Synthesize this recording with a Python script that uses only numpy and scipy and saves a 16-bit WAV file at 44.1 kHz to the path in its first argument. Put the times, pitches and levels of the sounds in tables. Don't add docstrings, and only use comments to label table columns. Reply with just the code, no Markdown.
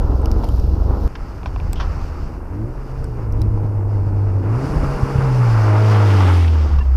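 import sys
import numpy as np
from scipy import signal
from scipy.fft import rfft, irfft
from scipy.io import wavfile
from scipy.ndimage import uniform_filter1d

SR = 44100
rng = np.random.default_rng(int(sys.argv[2]) if len(sys.argv) > 2 else 0)


def master_out(mix):
    frames = np.transpose(np.atleast_2d(mix))
    ceiling = np.clip(frames, -1, 1)
    pcm = np.round(ceiling * 32767).astype(np.int16)
    wavfile.write(sys.argv[1], SR, pcm)


N = 306936
TIME = np.arange(N) / SR
CUT_S, CUT_FADE_S, CUT_CLICK_DB = 1.078, 0.005, -25

# (frequency [Hz], density [dB])
WIND_SPECTRUM = [(10, -17.5), (22, -3), (35, -1), (60, -5.5), (90, -13), (140, -16.5), (250, -31),
                 (600, -59.5)]
HOUSING_SPECTRUM = [(1900, -7), (2700, 1), (3600, -7), (5000, 5.5), (6500, -4.5), (8500, -5.5), (11000, -5),
                    (15000, -6)]
CRUST_SPECTRUM = [(400, -10), (900, 0), (1500, -13), (2100, -12.5), (3100, -5.5), (4000, -12), (5600, -9),
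                  (7500, -34)]
WHEELSPIN_SPECTRUM = [(250, 5), (500, 2.5), (650, -4.5), (760, -1.5), (1000, -3), (1150, -10), (1300, -6),
                      (1600, -19.5), (2100, -29.5)]
ROLLING_SPECTRUM = [(300, -7.5), (600, -2), (690, -4), (800, 1), (1000, -1), (1350, -2), (1800, -12.5),
                    (2100, -13.5), (2800, -20), (3300, -40)]
SLUSH_SPECTRUM = [(1500, 4), (2200, -3.5), (2850, 2), (3150, -6), (4100, -6.5), (4400, 0), (5100, 1.5),
                  (5700, -2.5), (7000, -10.5), (9800, -21), (11000, -24.5), (15500, -18.5)]
GRIT_SPECTRUM = [(1200, -9), (2000, 1), (3300, -1.5), (4200, -8.5), (6000, -28), (8000, -26)]
MIST_SPECTRUM = [(5500, -3), (7500, -3), (10000, -1.5), (11500, -8.5), (15500, -17.5)]
BURBLE_SPECTRUM = [(70, -7), (110, -2), (150, 0), (220, -12), (295, -5), (400, -16.5)]
GAS_SPECTRUM = [(90, -17.5), (160, 1), (300, 4.5), (450, -1), (680, -7), (800, -7.5), (1000, -9),
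                (1500, -29), (2000, -53.5)]
POWDER_SPECTRUM = [(3500, 6), (5000, 12), (7500, -5), (13000, 1), (15500, -2)]

# (time [s], level [dB])
WIND_LEVEL = [(0, -19), (1.05, -18.5), (1.12, -26.5), (2.9, -26.5), (5.1, -26), (5.55, -26.5), (6, -39),
              (6.55, -48), (6.73, -21), (6.96, -35)]
# (time [s], boost [dB], half width [s])
WIND_GUSTS = [(.93, -1, 0.049), (1.49, 6.5, 0.037), (1.77, 6.5, 0.18), (3.45, 8, 0.13), (4.79, 7, 0.13)]
SNOW_PUFFS = [(.53, 7, 0.13), (1.05, 4.5, 0.082)]
# (time [s], peak [dB], ring [Hz], decay [ms])
SLEET_TICKS = [(0.217, -38, 8500, .8), (.258, -22, 2900, 1.06), (.316, -20, 5450, 0.52),
               (.443, -31, 4300, 1.7), (.489, -28.5, 3100, 1.1), (0.598, -32, 5540, 1.6),
               (1.7315, -19, 7900, 0.8), (3.043, -31.5, 8370, 1.5), (3.3246, -32.5, 5743, 0.58),
               (3.4178, -22, 4000, 1.1)]
# (time [s], peak [dB])
LUMP_HITS = [(1.1545, -35), (1.432, -25), (1.4594, -14.5), (1.5619, -20), (1.601, -24), (1.7315, -26),
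             (1.801, -36)]
# (frequency [Hz], bandwidth [Hz], gain [dB])
HOUSING_MODES = [(788, 81, 3), (1015, 114, 8), (1500, 140, -3), (2390, 130, -1), (2580, 156, -4),
                 (3280, 250, -6)]

# (time [s], peak [dB], pitch [Hz], t60
# [s], body gain [dB])
CRUST_BREAKS = [(.435, -21, 696, 0.084, 27), (1.153, -24, 1480, 0.035, 21), (1.461, -23.5, 950, .09, 14),
                (1.757, -30, 3100, .2, 8), (1.799, -19, 1410, 0.14, 17), (1.826, -24, 1120, 0.045, 14),
                (6.204, -12.5, 961, 0.05, 23), (6.445, -22.5, 1878, 0.044, 23),
                (6.478, -25.5, 2800, .03, 19), (6.785, -24.5, 1082, 0.11, 23)]
# (time [s], roar [dB], hiss [dB])
TYRE_LEVELS = [(1.1, -44.5, -57.5), (1.7, -42.5, -54), (1.86, -37.5, -48.5), (2.3, -44.5, -54),
               (2.44, -46.5, -64.5), (2.9, -43, -56.5), (3.5, -46, -62), (4.42, -43, -59), (4.56, -33, -52),
               (4.7, -33, -45), (5.05, -30.5, -46), (5.85, -25, -40.5), (6.36, -27.5, -40.5),
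               (6.52, -36.5, -46), (6.75, -39.5, -49), (6.96, -44.5, -58)]
# (time [s], level [dB], half width [s])
GRIT_BURSTS = [(5.3, -53, .4), (5.97, -40, 0.27), (6.3, -37, 0.17), (6.65, -48.5, 0.18)]
# (time [s], level [dB])
MIST_ENVELOPE = [(4.42, -67.5), (4.66, -55), (5.8, -55.5), (6.38, -50), (6.6, -68)]
# (time [s], level [dB], half width [s])
BRAKE_BURSTS = [(6.791, -37, 0.0047), (6.814, -27.5, 0.01)]
# (frequency [Hz], gain [dB])
BRAKE_MODES = [(1070, -0.84), (1740, -1.7), (2760, 0)]

# (time [s], level [dB], half width [s])
BURBLE_BURSTS = [(2.61, -31.5, 0.082), (3.21, -30.5, 0.039), (3.39, -28, 0.035), (3.64, -28, 0.036),
                 (4.44, -25.5, 0.046), (4.72, -23, 0.12), (4.84, -21.5, 0.02), (5.17, -33.5, 0.019)]
# (time [s], peak [dB], pitch [Hz])
EXHAUST_THUDS = [(0.392, -8.5, 55.3), (1.051, -6.5, 48), (4.772, -9.5, 62.27), (4.833, -11, 70),
                 (4.86, -18, 105), (5.0345, -4.5, 92), (5.16, -6, 104), (5.189, -5.5, 98)]
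OVERRUN_ORDERS_DB = [-4.5, -2, -9, -2, -0.5, -10, -1.5, -12, -14, -7, -14, -10, -10, -11, -12, -12, -12,
                     -11]
THROTTLE_ORDERS_DB = [-2.5, 1, -7.5, -6, -4, -11, -9, -7, -8]
# (frequency [Hz], gain [dB])
PIPE_RESPONSE = [(100, -6), (170, 0), (240, -1.5), (312, 2), (340, -3), (378, -.5), (440, 1.5), (475, 2),
                 (550, -5.5), (625, -2.5), (720, -6), (850, -2.5), (1200, -6)]
DEEP_RESPONSE = [(20, -16), (27, -9), (41, -6), (52, -2), (60, 0), (75, -3), (83, -8), (98, -8.5),
                 (125, -19)]
# (time [s], firing rate [Hz], tyre roar [dB])
LOT_SLIDE = [(0, 58.8, -31), (.17, 61.84, -31), (.27, 74.2, -31), (.42, 71.9, -30), (.54, 59, -38.5),
             (.71, 62.6, -38.5), (.82, 76.67, -33.5), (.93, 78.4, -30.5), (1.07, 66.5, -30)]
# (time [s], gain [dB], half width [s])
SURGE_ENDS = [(.45, -10, 0.04), (.99, -9, 0.036)]
# (time [s], firing rate [Hz])
ROAD_REVS = [(1.1, 99.2), (1.3, 97.7), (1.79, 77.4), (2.03, 78.33), (2.44, 79.5), (2.6, 104.4),
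             (2.72, 128.9), (3.04, 130.9), (3.3, 100.5), (3.47, 106.6), (3.6, 102.7), (4.23, 98.55),
             (4.44, 94.6), (4.69, 150.3), (5, 135.4), (5.21, 134.6), (5.4, 123.1), (5.58, 108.8),
             (5.7, 104.7), (5.86, 107.8), (6.03, 103.2), (6.2, 95.7), (6.44, 82.97), (6.78, 68.73),
             (6.96, 63.3)]
# (time [s], boom [dB], rasp [dB], growl [dB])
EXHAUST_LEVELS = [(1.1, -42, -43.5, -52), (1.6, -27.5, -36.5, -54), (2.1, -26.5, -39.5, -44),
                  (2.4, -35, -38, -50.5), (3.1, -25, -38.5, -46.5), (3.5, -17.5, -34, -43.5),
                  (4.3, -15, -33, -40), (5.1, -19, -31, -37.5), (5.25, -8, -31.5, -36.5),
                  (5.6, -11.5, -33, -38.5), (5.9, -10.5, -33.5, -34.5), (6.25, -10, -29.5, -33.5),
                  (6.42, -10, -41, -36.5), (6.64, -12, -31.5, -39), (6.75, -11.5, -39, -42),
                  (6.96, -11, -42.5, -54)]
# (firing rate [Hz], gain [dB])
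BOOM_VS_REVS = [(110, -0.5), (122, -3), (134, -7.5), (150, -8.5)]
# (time [s], boom boost [dB], half width [s])
THROTTLE_BLIPS = [(2.61, 11, 0.076), (4.55, 3, 0.04)]
# (time [s], level [dB], half width [s], low-pass corner [Hz])
THROTTLE_BARKS = [(2.63, -32.5, .085, 480), (4.6, -35, .1, 800), (5.86, -28, .24, 640),
                  (6.2, -36, .12, 330), (6.48, -33.5, .15, 300)]
# (time [s], roughness [0-1])
BOOM_FLUTTER = [(1.1, 0.2), (3.4, 0.33), (4.4, 0.37), (4.7, 0.49), (5.15, 0.45), (5.5, 0.05), (6.6, 0.04),
                (6.96, 0.06)]
# (time [s], depth [0-1], half width [s])
BOOM_DIPS = [(6.697, 0.8, 0.019), (6.838, 0.52, 0.027)]


def undb(db):
    return 10 ** (np.asarray(db) / 20)


def unit(x):
    return x / np.sqrt(np.mean(x ** 2))


def curves(table):
    s, *columns = np.transpose(table)
    return [np.interp(TIME, s, c) for c in columns]


def swells(table):
    return sum(height * np.exp(-((TIME - s) / width_s) ** 2) for s, height, width_s in table)


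def bursts(table):
    return swells([(s, undb(db), width_s) for s, db, width_s in table])


def colour(x, spectrum):
    hz, db = np.transpose(spectrum)
    f = np.maximum(np.arange(N // 2 + 1) * SR / N, 1)
    skirts = np.minimum(f / hz[0], 1) ** 2 * np.minimum(hz[-1] / f, 1) ** 2
    return unit(irfft(rfft(x) * undb(np.interp(np.log(f), np.log(hz), db)) * skirts, N))


def noise(spectrum):
    return colour(rng.standard_normal(N), spectrum)


def walk(rate_hz):
    hold = int(SR / rate_hz)
    steps = np.repeat(rng.standard_normal(N // hold + 1), hold)
    return unit(uniform_filter1d(uniform_filter1d(steps, hold), hold)[:N])


def grains(rate_hz, spread_db):
    sizes = undb(spread_db * np.minimum(rng.exponential(size=N), 5))
    return unit((rng.random(N) < rate_hz / SR) * sizes * rng.standard_normal(N))


def ring(x, hz, q):
    return signal.lfilter(*signal.iirpeak(min(hz, SR / 2 - 2000), max(q, 1), fs=SR), x)


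def add(out, s, sound, peak_db):
    i = int(s * SR)
    out[i:i + len(sound)] += (undb(peak_db) * sound / np.abs(sound).max())[:N - i]


def wind():
    rumble = noise(WIND_SPECTRUM)
    steady = rumble / np.sqrt(uniform_filter1d(rumble ** 2, SR // 8))
    level_db, = curves(WIND_LEVEL)
    eddies_db = 2.5 * walk(11)
    return steady * undb(level_db + swells(WIND_GUSTS) + eddies_db)


def powder():
    return colour(grains(4000, spread_db=0.86), POWDER_SPECTRUM) * undb(-58.5 + swells(SNOW_PUFFS))


def sleet():
    out, t = np.zeros(N), TIME[:SR // 5]
    taps = np.array_split(noise(HOUSING_SPECTRUM), len(SLEET_TICKS))
    for (s, db, hz, decay_ms), tap in zip(SLEET_TICKS, taps):
        fade = np.exp(-1000 * t / decay_ms)
        ping = np.sin(2 * np.pi * hz * t) * np.sqrt(fade)
        add(out, s, tap[:len(t)] * fade + 0.8 * ping, db)
    return out


def knocks():
    out, t = np.zeros(N), TIME[:SR // 5]
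    modes = [undb(db) * np.sin(2 * np.pi * hz * t) * np.exp(-np.pi * width_hz * t)
             for hz, width_hz, db in HOUSING_MODES]
    contact = 1 - np.exp(-t / 0.000085)
    for s, db in LUMP_HITS:
        spot_gains = undb(rng.normal(0, 3, len(modes)))
        add(out, s, contact * (spot_gains @ modes), db)
    return out


def crunches():
    out, t = np.zeros(N), TIME[:SR // 5]
    crackles = np.array_split(colour(grains(7000, spread_db=1), CRUST_SPECTRUM), len(CRUST_BREAKS))
    attack = 1 - np.exp(-t / 0.0006)
    for (s, db, hz, t60_s, body_db), crackle in zip(CRUST_BREAKS, crackles):
        crunch = crackle[:len(t)] * attack * undb(-60 * t / t60_s)
        add(out, s, crunch + undb(body_db) * ring(crunch, hz, q=4.4), db)
    return out


def brake():
    tones = sum(undb(db) * np.sin(2 * np.pi * hz * TIME + 0.47 * walk(200)) for hz, db in BRAKE_MODES)
    return bursts(BRAKE_BURSTS) * tones / len(BRAKE_MODES)


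def spray():
    grit = colour(grains(4000, spread_db=0.73), GRIT_SPECTRUM) * bursts(GRIT_BURSTS)
    clumps_db = 1.5 * walk(45)
    mist_db, = curves(MIST_ENVELOPE)
    return grit * undb(clumps_db) + noise(MIST_SPECTRUM) * undb(mist_db)


def tyres(spectrum, roar_db, hiss_db):
    roar = colour(grains(9000, spread_db=1.7), spectrum) * undb(roar_db + 1.5 * walk(30))
    hiss = colour(grains(16000, spread_db=1.5), SLUSH_SPECTRUM) * undb(hiss_db + 1.4 * walk(30))
    return roar + hiss


def afterfire(half_width_cycles=0.51):
    out = noise(BURBLE_SPECTRUM) * bursts(BURBLE_BURSTS)
    for s, db, hz in EXHAUST_THUDS:
        cycles = hz * (TIME - s)
        out -= undb(db) * np.cos(2 * np.pi * cycles) * np.exp(-(cycles / half_width_cycles) ** 2)
    return out


def firing_phase(firing_hz):
    return 2 * np.pi * np.cumsum(firing_hz) / SR


def rasp(phase):
    return unit(noise(GAS_SPECTRUM) * (1 + 0.57 * np.cos(phase) + 0.2 * np.cos(phase / 2)))


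def growl(firing_hz, overrun_gain, throttle_gain, corner_hz, scatter_rad):
    phase = firing_phase(firing_hz) + 0.033 * walk(60)
    out = np.zeros(N)
    for halves, overrun_db in enumerate(OVERRUN_ORDERS_DB, start=3):
        order = halves / 2
        order_hz = order * firing_hz
        rolloff = np.hypot(1, (order_hz / corner_hz) ** 4)
        bark = 0 if halves % 2 else throttle_gain * undb(THROTTLE_ORDERS_DB[halves // 2 - 2]) / rolloff
        pipe_db = np.interp(order_hz, *np.transpose(PIPE_RESPONSE))
        flicker_db = 2.5 * walk(8)
        rms = np.hypot(overrun_gain * undb(overrun_db), bark) * undb(pipe_db + flicker_db)
        blurred = order * (phase + scatter_rad * walk(18))
        out += np.sqrt(2) * rms * np.sin(blurred + 2 * np.pi * rng.random())
    return out


def lot_exhaust(firing_hz, roughness=0.22):
    phase = firing_phase(firing_hz) + 0.2 * walk(25)
    throb_phase, throb_hz = phase / 3, firing_hz / 3
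    throb = sum(np.cos(k * throb_phase) * undb(np.interp(k * throb_hz, *np.transpose(DEEP_RESPONSE)))
                for k in range(1, 6))
    boom = np.sqrt(2) * throb * undb(-17.5 + swells(SURGE_ENDS) + 2.7 * roughness * walk(40))
    gas = undb(-35) * (1 + 0.55 * np.cos(throb_phase)) * rasp(phase)
    return boom + gas + growl(firing_hz, undb(-40), undb(-39.5), corner_hz=330, scatter_rad=0.07)


def road_exhaust():
    firing_hz, = curves(ROAD_REVS)
    flutter, = curves(BOOM_FLUTTER)
    boom_db, rasp_db, growl_db = curves(EXHAUST_LEVELS)
    *_, corner_hz = curves(THROTTLE_BARKS)
    throttle_gain = bursts(row[:3] for row in THROTTLE_BARKS)
    overtones = growl(firing_hz, undb(growl_db), throttle_gain, corner_hz, 0.05 + 0.16 * flutter)
    dip_db = 20 * np.log10(np.maximum(1 - swells(BOOM_DIPS), 0.05))
    boom_db += np.interp(firing_hz, *np.transpose(BOOM_VS_REVS)) + swells(THROTTLE_BLIPS) + dip_db
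    phase = firing_phase(firing_hz)
    boom = np.sqrt(2) * np.cos(phase + flutter * walk(25)) * undb(boom_db + 4.1 * flutter * walk(40))
    lope = 1 + 0.038 * np.cos(phase / 2)
    return lope * (boom + undb(rasp_db) * rasp(phase)) + overtones


def lot():
    firing_hz, roar_db = curves(LOT_SLIDE)
    return lot_exhaust(firing_hz) + powder() + tyres(WHEELSPIN_SPECTRUM, roar_db, hiss_db=-56)


def road():
    roar_db, hiss_db = curves(TYRE_LEVELS)
    return road_exhaust() + tyres(ROLLING_SPECTRUM, roar_db, hiss_db) + spray() + brake()


def scene():
    on_road = np.clip((TIME - CUT_S) / CUT_FADE_S + 0.5, 0, 1)
    car = (1 - on_road) * lot() + on_road * road()
    click = np.exp(-TIME[:SR // 100] / 0.00027)
    add(car, CUT_S, click, CUT_CLICK_DB)
    return (car + afterfire() + sleet() + knocks() + crunches() + wind())[None]


def record(dry):
    whine_hz, cutoff_hz = 12617.3, 15300
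    whine = undb(-70) * np.sin(2 * np.pi * whine_hz * TIME)
    hiss = undb(-85) * rng.standard_normal(N)
    lowpass = signal.ellip(10, 0.2, 70, cutoff_hz, fs=SR, output="sos")
    return signal.sosfilt(lowpass, dry + whine + hiss)


dry = scene()
out = record(dry)
master_out(out)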